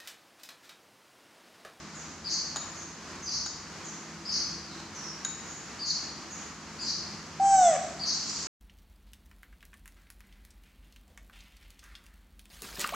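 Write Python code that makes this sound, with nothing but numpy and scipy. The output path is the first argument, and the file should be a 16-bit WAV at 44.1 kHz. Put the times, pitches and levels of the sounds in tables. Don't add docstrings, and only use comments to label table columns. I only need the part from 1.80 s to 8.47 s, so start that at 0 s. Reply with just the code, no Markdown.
import sys
import numpy as np
from scipy import signal
from scipy.fft import rfft, irfft, next_fast_len
from scipy.io import wavfile

SR = 44100
rng = np.random.default_rng(int(sys.argv[2]) if len(sys.argv) > 2 else 0)


def generate_wav(sig):
    pcm = np.round(np.clip(np.atleast_2d(sig).T, -1, 1) * 32767).astype(np.int16)
    wavfile.write(sys.argv[1], SR, pcm)


N = 294179
TIME = np.arange(N) / SR

# f/Hz, gain/dB
THROAT = [(1100, -43), (1550, -30), (1950, -34), (2350, -45.5), (3100, -42.5), (3500, -32), (4000, -46),
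          (4750, -40.5), (5500, -32), (5950, -23.5), (6900, -27.5), (7750, -21.5), (8400, -42),
          (10500, -81)]
# t/s, ring gain/dB, knock level/dB
CLINKS = [(0.76, -27.5, -30), (.768, -27.5, -35.5), (0.782, -38, -48), (1.021, -71, -44),
          (1.661, -30.5, -36.5), (3.001, -71, -40), (3.4488, -22, -35)]
# f/Hz, level/dB, t60/s
BOWL_MODES = [(1394, -36, 0.04), (1560, -10, 0.031), (3783, -14.5, 0.066), (3816, -28, 0.67),
              (6784, -13, 0.33), (6760, -3, 0.052), (6970, -18, 0.039), (9400, -23, .02),
              (10310, -35, 0.076), (10570, -25, 0.026)]
# f/Hz, gain/dB
KNOCK_EQ = [(300, -23), (700, 3), (950, 1), (1450, 9.5), (2600, -13), (4100, 4), (5200, -3), (7000, -7),
            (8500, -14), (11000, -38), (15000, -26)]
# t/s, level/dB, whistle f/Hz, whistle length/s, buzz top f/Hz, lower voice gain/dB
CHIRPS = [(0.444, -28, 5020, 0.037, 6950, -5), (1.461, -28.5, 5050, 0.031, 6590, -8),
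          (2.453, -27.5, 5254, 0.047, 6640, -4.5), (3.989, -30, 4910, 0.052, 7030, -4),
          (4.989, -30.5, 5026, 0.047, 6400, -3.5), (6.194, -27, 4884, 0.048, 6680, -6)]
# t/s, f/Hz, level/dB
PIPS = [(4.096, 4396, -27.5), (6.556, 4810, -35.5)]
# t/s, length/s, start f/Hz, end f/Hz, level/dB
PEEPS = [(0.139, 0.09, 7290, 5900, -41), (0.949, 0.084, 6810, 6090, -39), (1.417, 0.081, 6340, 5970, -34),
         (2.035, 0.075, 7000, 5970, -37.5), (2.875, 0.073, 4230, 3900, -44.5),
         (3.142, 0.065, 6230, 5720, -36.5), (3.21, 0.094, 5480, 5540, -37.5), (3.658, .09, 6400, 6970, -39),
         (4.499, 0.063, 6710, 6640, -36.5), (5.002, 0.054, 6910, 6870, -37)]
# t/s, level/dB
HISS_ENVELOPE = [(6.33, -40), (6.42, -42.5), (6.5, -36.5), (6.67, -37)]
# f/Hz, gain/dB
HISS_EQ = [(1500, -23), (2700, -11), (3600, -12.5), (4400, 1), (6000, 2), (7300, 1), (8100, -13.5),
           (10000, -34), (14000, -42)]
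# f/Hz, level before trim and swells/dB, wander/Hz
HUM_LINES = [(78.5, -66.5, 1.92), (158.4, -57, 2.25), (211.4, -58.5, 5.87), (334.5, -60.5, 1.4)]
# t/s, length/s, lower lines' lift/dB, top line's lift/dB
HUM_SWELLS = [(1.945, 1.31, 3.5, 6.5), (4.855, 1.64, 5, 2)]
# f/Hz, gain/dB
WASH_EQ = [(20, -56), (45, -16), (85, -7.5), (125, -10), (180, -2), (300, -4.5), (420, -9), (540, -12),
           (750, -11), (1100, -7), (2000, -11.5), (3600, -18.5), (4600, -13.5), (6800, -14), (9000, -32),
           (15500, -48)]
# f/Hz, gain/dB
RUMBLE_EQ = [(25, -27), (70, -1), (100, 1), (140, -23), (400, -71)]
# f/Hz, left-right likeness (0 to 1)
LIKENESS = [(30, 0.93), (700, 0.93), (1200, 0.85), (3000, 0.71), (6000, 0.43), (12000, 0.05)]
# f/Hz, t60/s
ROOM_DECAY = [(200, 0.97), (700, 0.75), (2000, 0.75), (4500, 0.81), (7000, 0.82), (12000, 0.57)]


def monkey(start_s=5.595, length_s=.378, top_hz=791.2, sag_hz_per_s2=2300, break_s=.28):
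    t = np.arange(0, length_s, 1 / SR)
    broken_s = np.maximum(t - break_s, 0)
    rough = np.clip(.078 + 8.8 * broken_s, 0, 1)
    scoop = 45 * np.exp(-t / .0159)
    sag = sag_hz_per_s2 * np.maximum(t - .065, 0) ** 2
    last_dive = 60 * np.exp((t - length_s) / .016)
    jitter = 1 + .021 * rough * drift(t, 130)
    hz = (top_hz - scoop - sag - last_dive) * jitter
    phase = 2 * np.pi * np.cumsum(hz) / SR
    shimmer = 1 + .14 * rough * drift(t, 90)
    envelope = np.sqrt(2) * shimmer * signal.windows.tukey(len(t), .05)
    swell_db = -5.5 * np.maximum(1 - t / .21, 0)
    body_gain = amp(-16.5 + swell_db - 177.5 * broken_s)
    overtone_gain = amp(-15 - 95 * broken_s) * np.minimum(t / .12, 1)
    overtones = np.zeros(len(t))
    for k in range(2, 16):
        darken_db = 10 * rough * np.log2(k * hz / 4800)
        level_db = at_hz(THROAT, k * hz) - darken_db + drift(t, 8.4)
        rasp = .9 * (rough + .15) * drift(t, 350)
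        overtones += amp(level_db) * np.sin(k * phase + rasp)
    body, edge = np.zeros((2, N))
    add(body, start_s, envelope * body_gain * np.sin(phase))
    add(edge, start_s, envelope * overtone_gain * overtones)
    return (room(body, direct_db=-1.45, tail_db=-12, early_db=-17.5)
            + room(edge, direct_db=1, tail_db=-4.5, early_db=-3.5))


def spoon():
    out, t = np.zeros(N), np.arange(SR // 2) / SR
    ring = sum(amp(db - 60 * t / t60) * np.sin(2 * np.pi * hz * t) for hz, db, t60 in BOWL_MODES)
    attack = 1 - np.exp(-(t / .00018) ** 2)
    for s, ring_db, knock_db in CLINKS:
        knock = colour(rng.standard_normal(len(t)), KNOCK_EQ) * np.exp(-t / .0055)
        add(out, s, attack * (amp(ring_db) * ring + amp(knock_db) * knock))
    return room(out, direct_db=1.5, tail_db=-3, early_db=-6)


def near_bird(buzz_s=.088, flutter_hz=140, lower_hz=4380):
    out = np.zeros(N)
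    for s, db, hz, whistle_s, top_hz, lower_db in CHIRPS:
        t = np.arange(0, whistle_s, 1 / SR)
        progress = t / whistle_s
        arch = 1 - .16 * np.exp(-progress / .091) - .139 * progress ** 3 + .0202 * drift(t, 129.9)
        rise_db = 5 * (np.sin(np.pi * progress) + progress - 1)
        catch_db = 10 * np.exp(-((progress - .38) / .13) ** 2)
        add(out, s, amp(db - 5.5 + rise_db - catch_db) * whistle(hz * arch, taper=.029))
        t = np.arange(0, buzz_s, 1 / SR)
        progress = t / buzz_s
        flutter = np.sin(2 * np.pi * flutter_hz * t + 1.538 * drift(t, 50))
        upper = top_hz * (.885 + .0885 * flutter + .032 * drift(t, 306.4) - .4 * (progress - .5) ** 2)
        lower = lower_hz * (1.12 - .1 * progress + .0677 * flutter + .0467 * drift(t, 112))
        buzz = amp(-6.5) * whistle(upper, taper=.67) + amp(lower_db) * whistle(lower, taper=.71)
        add(out, s + whistle_s, amp(db) * buzz)
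    lean_left = amp([[.7], [-.7]])
    return room(out, direct_db=-5.5, tail_db=0, early_db=-1.5) * lean_left


def pips(length_s=.0216, fall=.06, rasp=.023):
    out, t = np.zeros(N), np.arange(0, length_s, 1 / SR)
    for s, hz, db in PIPS:
        bend = 1 + fall * (.5 - t / length_s) + rasp * drift(t, 230)
        add(out, s, amp(db) * whistle(hz * bend, taper=.48))
    return room(out, direct_db=-1.5, tail_db=-7, early_db=-9)


def far_birds(rasp=.045):
    out = np.zeros(N)
    for s, length_s, start_hz, end_hz, db in PEEPS:
        t = np.arange(0, length_s, 1 / SR)
        hz = np.linspace(start_hz, end_hz, len(t)) * (1 + rasp * drift(t, 200))
        add(out, s, amp(db) * whistle(hz, taper=.38))
    return room(out, direct_db=-11.5, tail_db=-7, early_db=-8.5)


def hiss():
    times, levels_db = np.transpose(HISS_ENVELOPE)
    t = np.arange(times[0], N / SR, 1 / SR)
    noise = colour(mic_pair(rng.standard_normal((2, len(t)))), HISS_EQ)
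    level_db = np.interp(t, times, levels_db) + .87 * drift(t, 32)
    return np.pad(noise * amp(level_db), ((0, 0), (N - len(t), 0)))


def background(hum_trim_db=-1.64, top_line_above_hz=280):
    lower_db = hum_trim_db + sum(db * swell(s, length) for s, length, db, _ in HUM_SWELLS)
    top_db = hum_trim_db + sum(db * swell(s, length) for s, length, _, db in HUM_SWELLS)
    hum = np.zeros(N)
    for hz, db, wander_hz in HUM_LINES:
        level_db = db + (top_db if hz > top_line_above_hz else lower_db) + 2.44 * drift(TIME, 3.2)
        phase = 2 * np.pi * np.cumsum(hz + wander_hz * drift(TIME, 2)) / SR
        hum += np.sqrt(2) * amp(level_db) * np.sin(phase)
    wash = colour(mic_pair(rng.standard_normal((2, N))), WASH_EQ)
    wash *= amp(-44.5 + .12 * top_db + drift(TIME, 2.6))
    rumble = colour(rng.standard_normal(N), RUMBLE_EQ)
    rumble *= amp(-61.8 + 2 * drift(TIME, .796))
    return hum + wash + rumble


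def room(x, direct_db, tail_db, early_db):
    t = np.arange(SR) / SR
    hz, when, bands = signal.stft(rng.standard_normal((2, SR)), SR, nperseg=256)
    decay = amp(-60 * when / at_hz(ROOM_DECAY, hz)[:, None])
    tail = signal.istft(bands * decay, SR, nperseg=256)[1][:, :SR]
    tail *= np.clip((t - .008) / .047, 0, 1)
    early = rng.standard_normal((2, SR)) * (rng.random((2, SR)) < 500 / SR)
    early *= (t > .003) * np.exp(-t / .026)
    response = mic_pair(amp(tail_db) * unit(tail) + amp(early_db) * unit(early)) / np.sqrt(SR)
    return amp(direct_db) * x + signal.fftconvolve(x[None], response, axes=1)[:, :N]


def mic_pair(pair):
    size = next_fast_len(pair.shape[1])
    left, other = rfft(pair, size)
    likeness = np.clip(at_hz(LIKENESS, np.fft.rfftfreq(size, 1 / SR)), 0, 1)
    right = likeness * left + np.sqrt(1 - likeness ** 2) * other
    return irfft(np.array([left, right]), size)[:, :pair.shape[1]]


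def whistle(hz, taper):
    phase = 2 * np.pi * np.cumsum(hz) / SR
    return unit(np.sin(phase) + amp(-36) * np.sin(2 * phase)) * signal.windows.tukey(len(hz), taper)


def swell(start_s, length_s):
    return np.sqrt(np.clip(1 - (2 * (TIME - start_s) / length_s - 1) ** 2, 0, 1))


def drift(t, rate_hz):
    speeds, phases = rng.random((2, 16, 1))
    coarse = np.linspace(t[0], t[-1], 3000)
    sines = np.sin(2 * np.pi * (rate_hz * 2 * speeds * coarse + phases))
    return np.interp(t, coarse, sines.sum(0)) / np.sqrt(8)


def colour(x, eq):
    size = next_fast_len(x.shape[-1])
    gain = amp(at_hz(eq, np.fft.rfftfreq(size, 1 / SR)))
    return unit(irfft(rfft(x, size) * gain, size)[..., :x.shape[-1]])


def at_hz(table, hz):
    f, value = np.transpose(table)
    return np.interp(np.log(hz + 1), np.log(f), value)


def add(mix, s, sound):
    part = mix[round(s * SR):][:len(sound)]
    part += sound[:len(part)]


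def amp(db):
    return 10 ** (np.asarray(db) / 20)


def unit(x):
    return x / np.sqrt(np.mean(x ** 2) + 1e-20)


def scene():
    return near_bird() + pips() + far_birds() + monkey() + spoon() + hiss() + background()


def record(dry, cutoff_hz=15750):
    high_cut = signal.firwin(511, cutoff_hz, window=("kaiser", 9), fs=SR)
    return signal.oaconvolve(dry, high_cut[None], "same")


dry = scene()
out = record(dry)
generate_wav(out)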